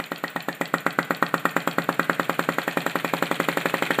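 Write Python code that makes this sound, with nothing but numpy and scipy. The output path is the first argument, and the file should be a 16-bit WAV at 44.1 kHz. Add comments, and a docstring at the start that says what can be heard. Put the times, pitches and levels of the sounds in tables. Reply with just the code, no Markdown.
"""Indoors, on a wooden table, a small flame-licker engine runs and picks up speed.
Once a turn its valve opens on the vacuum in the cylinder: air pops in with a puff of hiss, and the
cavity rings, rising in pitch as the port widens. Between the pops the loose linkage ticks and the
piston slides. The table and the room answer with echoes, low resonances and a short reverberation."""
import sys
import numpy as np
from scipy import signal
from scipy.fft import rfft, irfft
from scipy.io import wavfile
from scipy.ndimage import uniform_filter1d

SR = 44100
rng = np.random.default_rng(int(sys.argv[2]) if len(sys.argv) > 2 else 0)


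def int16_out(signal):
    """Quantize to a 16-bit WAV file."""
    q = np.round(np.clip(np.atleast_2d(signal).T, -1, 1) * 32767)
    wavfile.write(sys.argv[1], SR, q.astype(np.int16))


N = 176400

# Reflections from near surfaces. Each row: delay in seconds, gain.
REFLECTIONS = [(.0036, 0.2), (.00735, 0.2), (.00812, -0.18), (.0093, -0.083), (.01073, .23),
               (.01379, 0.098), (0.0173, -0.053), (0.0203, -0.019), (.022, 0.059), (.0266, -0.053)]
# Modes of table and room. Each row: frequency in Hz, bandwidth in Hz, gain in dB.
LOW_MODES = [(139, 2.3, -1), (164.3, 7.7, 5), (288.2, 9.7, -3.5), (361.4, 5.7, -4.5), (439.7, 5.5, -6),
             (557.3, 11.7, -2.5), (666, 9.1, -36), (846, 10.4, -2.5), (920, 6, -29), (1110, 20, -19),
             (1163, 22, -12)]
# Spectrum of the diffuse field. Each row: frequency in Hz, gain in dB.
REVERB_SPECTRUM = [(100, 2.5), (250, -12.5), (420, -8.5), (600, -8.5), (740, -10), (1000, -16),
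                   (1400, -10.5), (2200, -7), (4000, -17.5), (5500, -9.5), (8000, -6.5), (15000, -6.5)]
# Reverberation time. Each row: frequency in Hz, seconds to fall 60 dB.
REVERB_T60 = [(150, 0.34), (1500, 0.46), (6000, 0.27), (15000, 0.17)]
# Friction of the piston. Each row: frequency in Hz, relative level in dB.
PISTON_SPECTRUM = [(30, -22), (70, -20), (110, -23), (160, -10), (300, -6), (500, -9), (900, -10.5),
                   (1400, -7), (2000, -6), (2550, -7.5), (2800, -12), (4300, -17.5), (5100, -25.5),
                   (6300, -31.5), (7300, -22), (10000, -31), (14000, -25.5), (15500, -55)]
# Rub of the loose bearing. Each row: frequency in Hz, relative level in dB.
BEARING_SPECTRUM = [(100, -28), (300, -14), (900, -15), (1450, 0.5), (2000, -6.5), (2250, -0.5), (2550, 3),
                    (2800, -9.5), (3150, -0.5), (4300, -13.5), (5200, -29.5), (7300, -23), (8800, -20),
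                    (15000, -32.5)]
# Contacts within a turn. Each row: part, position as a share of the turn, lag in seconds,
# level in dB when slow, level in dB when fast, scrape decay time in seconds.
TURN_CONTACTS = [ ("valve", -.044, 0, -33.5, -28, 0.0036), ("rod", 0, -.0003, -28.5, -26, 0.00022),
                 ("valve", 0.016, 0, -44, -33, 0.0012), ("rod", .30, .0042, -21.5, -25, .0001),
                 ("rod", .30, .0062, -34, -30, .0002), ("bearing", .465, 0, -41, -26.5, 0.0062),
                 ("valve", .515, 0, -30, -33, .0015), ("bearing", .565, 0, -42, -29.5, 0.0056),
                 ("bearing", 0.098, 0, -44.5, -27.5, 0.005)]
# Modes of each metal part. Each row: frequency in Hz, relative level in dB, seconds to fall 60 dB.
PART_MODES = { "rod": [(1915, -7, 0.013), (2510, -7, 0.021), (3216, -2, 0.011), (3755, -1.5, 0.0089),
              (4166, -1.5, 0.0097), (4310, -8.5, 0.007), (7270, -14, 0.0089), (7400, -37, 0.0078)],
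              "valve": [(7110, -8.5, 0.018), (7800, -27, 0.0074), (8960, -15, 0.024), (13200, -10, 0.0067),
              (13720, -1.5, 0.0092), (14100, -1, 0.01)]}
# Pitch scatter from tap to tap. Each entry: part, standard deviation as a share of the pitch.
PART_DETUNE = {"rod": 0.024, "valve": 0.026}
# Flywheel turns. Each row: start in seconds, then relative levels in dB of the pop,
# the first cavity ring, the open-port whistle and the hiss.
TURNS = [(0.0007, -20.5, -24.5, -27, -38), (0.1189, -18, -22, -29, -41.5),
         (0.2395, -17, -21.5, -19.5, -38.5), (0.3622, -16, -23.5, -22, -38.5),
         (0.4859, -15.5, -24.5, -20, -35.5), (0.6125, -13.5, -25, -18.5, -31),
         (0.7406, -11, -12, -22.5, -31), (0.8652, -11.5, -12, -21.5, -33.5), (0.9886, -11.0, -10, -21, -32),
         (1.1077, -11.5, -13.5, -27, -34), (1.2262, -10.5, -9, -25, -32), (1.3416, -11, -11, -27, -32),
         (1.4545, -11, -10.5, -18.5, -30.5), (1.5658, -10.5, -13, -24, -31),
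         (1.6754, -12, -15.5, -30, -29.6), (1.7844, -11, -13, -23.5, -34),
         (1.891, -10.5, -13.5, -28, -33.5), (1.9955, -12.0, -9.5, -27, -34),
         (2.0973, -10.5, -10, -35, -35.5), (2.1974, -11.9, -13, -30, -36), (2.296, -12, -14, -34, -32.5),
         (2.3935, -11.5, -13.5, -32, -31.5), (2.4897, -11.5, -13.5, -30, -34.3),
         (2.585, -13, -15.5, -25.8, -34.5), (2.679, -13.5, -23, -18.5, -34),
         (2.7725, -11.5, -17.8, -22.5, -33), (2.8646, -13, -16.5, -24, -30.5),
         (2.9567, -12.5, -16, -27, -34.6), (3.047, -13.5, -21.5, -21.5, -32.5),
         (3.137, -11.6, -17, -36, -31.5), (3.2257, -11, -15, -39, -31), (3.3139, -12, -17, -24, -32),
         (3.4013, -11.5, -14, -30, -31.5), (3.4869, -11.5, -17, -17.5, -30.5),
         (3.573, -12, -19.9, -19, -33.5), (3.6575, -12, -18, -17.5, -33.5), (3.7413, -12, -18, -17, -35.5),
         (3.8241, -12, -19, -20, -31), (3.9068, -11.5, -15.5, -15, -32.3), (3.988, -10.9, -20, -17, -35)]
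# Cavity pitch as the port opens and shuts. Each row: share of the turn, frequency in Hz.
CAVITY_GLIDE = [(0, 1251), (.016, 1378), (.028, 1902), (.055, 1938), (.08, 1600)]
# Air rushing through the port. Each row: frequency in Hz, relative level in dB.
HISS_SPECTRUM = [(1500, -11), (2000, -1), (2400, 7.5), (2800, -1.5), (3700, -0.5), (5200, -14), (6300, -18),
                 (7400, -2.5), (8500, -9.5), (10000, -15), (12600, -9.5), (14200, -7.5), (15500, -18)]
# The valve leaks once, just before opening. Each row: time in seconds, relative level in dB.
VALVE_LEAKS = [(0.3611, -24)]
# Modes of the cylinder. Each row: frequency in Hz, bandwidth in Hz, gain in dB.
CYLINDER_MODES = [(1838, 40, -13.5), (2030, 47, -13), (2390, 64, -5.5)]

SLOW_HZ, FAST_HZ = 7.36, 11.83  # turning rates at pace 0 and pace 1
CONTACT_RISE_S, SUCTION_S = 0.00035, 0.00029


def amp(db):
    """Amplitude grows tenfold for every 20 dB."""
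    return 10 ** (np.asarray(db) / 20)


def unit(x):
    """Normalisation brings a signal to rms 1."""
    return x / np.sqrt(np.mean(x ** 2) + 1e-20)


def read(points, hz):
    """Interpolation reads a table along a log-frequency axis."""
    f, value = np.transpose(points)
    return np.interp(np.log(hz + 1), np.log(f + 1), value)


def add(mix, start_s, sound):
    """Superposition: a sound adds to the mix from its start time on."""
    at = round(start_s * SR)
    sound = sound[max(-at, 0):]
    part = mix[max(at, 0):][:len(sound)]
    part += sound[:len(part)]


def noise(spectrum, size):
    """Filtering gives white noise a spectrum, here at rms 1."""
    gain = amp(read(spectrum, np.fft.rfftfreq(size, 1 / SR)))
    return unit(irfft(rfft(rng.standard_normal(size)) * gain, size))


def burst(spectrum, rise_s, fall_s):
    """A noise transient rises linearly and decays exponentially."""
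    t = np.arange(2048) / SR
    envelope = np.minimum(t / rise_s, 1) * np.exp(-np.maximum(t - rise_s, 0) / fall_s)
    return noise(spectrum, len(t)) * envelope


def resonate(x, hz, width_hz):
    """A resonator passes a band around its natural frequency, with peak gain 1."""
    return signal.lfilter(*signal.iirpeak(hz, hz / width_hz, fs=SR), x)


def flywheel():
    """Rate is the inverse of period: gives each turn's start, period and pace (0 slow, 1 fast)."""
    starts = np.array(TURNS)[:, 0]
    periods = np.append(np.diff(starts), starts[-1] - starts[-2])
    return starts, periods, (1 / periods - SLOW_HZ) / (FAST_HZ - SLOW_HZ)


def room(x, echo_cutoff_hz=2040, mode_lag_s=0.01037, onset_s=0.0067):
    """Reflection and resonance: near echoes, low modes of table and room, and a diffuse tail."""
    out = np.zeros(N)
    dull = signal.lfilter(*signal.butter(1, echo_cutoff_hz, fs=SR), x)
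    for delay, gain in REFLECTIONS:
        add(out, delay, gain * dull)
    for hz, width, db in LOW_MODES:
        add(out, mode_lag_s, amp(db) * resonate(x, hz, width))
    hz, t, bands = signal.stft(rng.standard_normal(SR // 2), SR, nperseg=256)
    decay = amp(-60 * t / read(REVERB_T60, hz)[:, None]) * np.minimum(t / onset_s, 1) ** 2
    decay /= np.sqrt(np.mean(decay ** 2, axis=1, keepdims=True) * SR / 2)  # equal energy per band
    tail = signal.istft(bands * decay * amp(read(REVERB_SPECTRUM, hz))[:, None], SR)[1]
    return out + signal.fftconvolve(x, tail)[:N]


def piston(slow_db=-46, fast_db=-37.5, stroke_db=1.5, peak_turn=0.36):
    """Sliding friction makes noise that swells once a turn and grows with speed."""
    starts, _, paces = flywheel()
    t = np.arange(N) / SR
    crank_turns = np.interp(t, starts, np.arange(len(starts)))
    level_db = slow_db + (fast_db - slow_db) * np.interp(t, starts, paces)
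    level_db += stroke_db * np.cos(2 * np.pi * (crank_turns - peak_turn))
    return noise(PISTON_SPECTRUM, N) * amp(level_db)


def clink(modes, detune, scrape_s, scrape_gain=0.13):
    """An impulse with a short scrape excites the damped modes of a metal part."""
    t = np.arange(2048) / SR
    force = (t == 0) + scrape_gain * rng.standard_normal(len(t)) * np.exp(-t / scrape_s)
    pitch = 1 + detune * rng.standard_normal()
    ring = sum(amp(db - 60 * t / t60) * np.sin(2 * np.pi * hz * pitch * t) for hz, db, t60 in modes)
    ring *= 1 - np.exp(-t / CONTACT_RISE_S)
    return signal.fftconvolve(force / np.linalg.norm(force), ring)


def linkage(jitter_s=0.0004, spread_db=0.26):
    """Impact and friction: loose parts touch at set crank angles, most of them harder with speed."""
    out = np.zeros(N)
    for start, period, pace in zip(*flywheel()):
        for part, share, lag, slow_db, fast_db, scrape_s in TURN_CONTACTS:
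            contact_s = start + share * period + lag + jitter_s * rng.standard_normal()
            level_db = slow_db + (fast_db - slow_db) * pace + spread_db * rng.standard_normal()
            if part == "bearing":
                sound = burst(BEARING_SPECTRUM, CONTACT_RISE_S, scrape_s)
            else:
                sound = clink(PART_MODES[part], PART_DETUNE[part], scrape_s)
            add(out, contact_s, amp(level_db) * sound)
    return out


def cylinder(air):
    """Resonance keeps the cylinder singing after each inrush."""
    return sum(amp(db) * resonate(air, hz, width) for hz, width, db in CYLINDER_MODES)


def cavity(t, period, pace, ring_db, whistle_db, decay_s=0.0017, detune=0.027, flutter_s=0.00039):
    """Cavity resonance rises in pitch as the port widens; the pitch flutters more at speed."""
    turn, open_s = t / period, np.maximum(t, 0)
    flutter = unit(uniform_filter1d(rng.standard_normal(len(t)), round(flutter_s * SR)))
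    flutter *= 0.043 + 0.097 * pace ** 2
    hz = np.interp(turn, *np.transpose(CAVITY_GLIDE)) * (1 + detune * rng.standard_normal() + flutter)
    phase = 2 * np.pi * np.cumsum(hz * (t > 0)) / SR
    ring = amp(ring_db) * np.minimum(open_s / (2 * SUCTION_S), 1) * np.exp(-open_s / decay_s)
    whistle = amp(whistle_db) * np.exp(-((turn - 0.053) / 0.022) ** 2) * (t > 0)  # port wide open
    return -(ring + whistle) * np.cos(phase)


def pop(t, width_s, swell_scale=1, crack_depth=0, swell_s=0.00077, rebound_s=0.0043):
    """A rarefaction pulse: pressure builds, snaps into suction and rebounds gently."""
    crack = crack_depth * np.exp(-((t + 0.0021) / 0.0005) ** 2)  # the valve cracks open early
    swell = 0.35 * swell_scale * np.exp(np.minimum(t, 0) / swell_s)
    swell *= (1 - np.tanh((t + width_s) / (width_s / 2))) / 2  # ends as suction begins
    suction = np.exp(-(t / width_s) ** 2)
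    rebound = 0.063 * np.exp(-((t - rebound_s) / swell_s) ** 2)
    return swell - crack - suction - rebound


def inrush(pop_gain_db=7.5, ring_gain_db=8, whistle_gain_db=-1, hiss_gain_db=5.5):
    """A pressure difference drives air through the opening valve: a pop, a cavity ring and hiss."""
    out = np.zeros(N)
    t = np.arange(-200, 800) / SR  # the valve opens at t = 0
    _, periods, paces = flywheel()
    for (start, pop_db, ring_db, whistle_db, hiss_db), period, pace in zip(TURNS, periods, paces):
        tone = cavity(t, period, pace, ring_db + ring_gain_db, whistle_db + whistle_gain_db)
        width_s = SUCTION_S * np.exp(0.071 * rng.standard_normal())
        swell_scale = 1 + 0.1 * (-13 - pop_db)  # soft pops have a larger swell
        pressure = pop(t, width_s, swell_scale, crack_depth=0.01 + 0.14 * pace ** 2)
        add(out, start + t[0], amp(pop_db + pop_gain_db) * pressure + tone)
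        hiss = burst(HISS_SPECTRUM, rise_s=0.00087, fall_s=0.0045)
        add(out, start, amp(hiss_db + hiss_gain_db) * hiss)
    for leak_s, db in VALVE_LEAKS:
        add(out, leak_s + t[0], amp(db + pop_gain_db) * pop(t, SUCTION_S))
    return out


def scene():
    """Superposition: the direct sound of air and linkage, the room's response, and the piston."""
    air = inrush()
    engine = air + cylinder(air) + linkage()
    return (engine + room(engine) + piston())[None]


def record(dry, low_cut_hz=128, bass_leak=0.02, ceiling=1.1, top_hz=15500):
    """A small microphone filters and saturates: bass cut, treble dip, soft overload, band limit."""
    high_pass = signal.butter(6, low_cut_hz, "high", fs=SR, output="sos")
    x = signal.sosfiltfilt(high_pass, dry, padtype=None) + bass_leak * dry
    x = x - 0.53 * resonate(x, hz=4990, width_hz=830)
    x = x / (1 + (x / ceiling) ** 4) ** (1 / 4)
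    low_pass = signal.firwin(301, top_hz, window=("kaiser", 8), fs=SR)
    return signal.oaconvolve(x, low_pass[None], "same")


dry = scene()
out = record(dry)
int16_out(out)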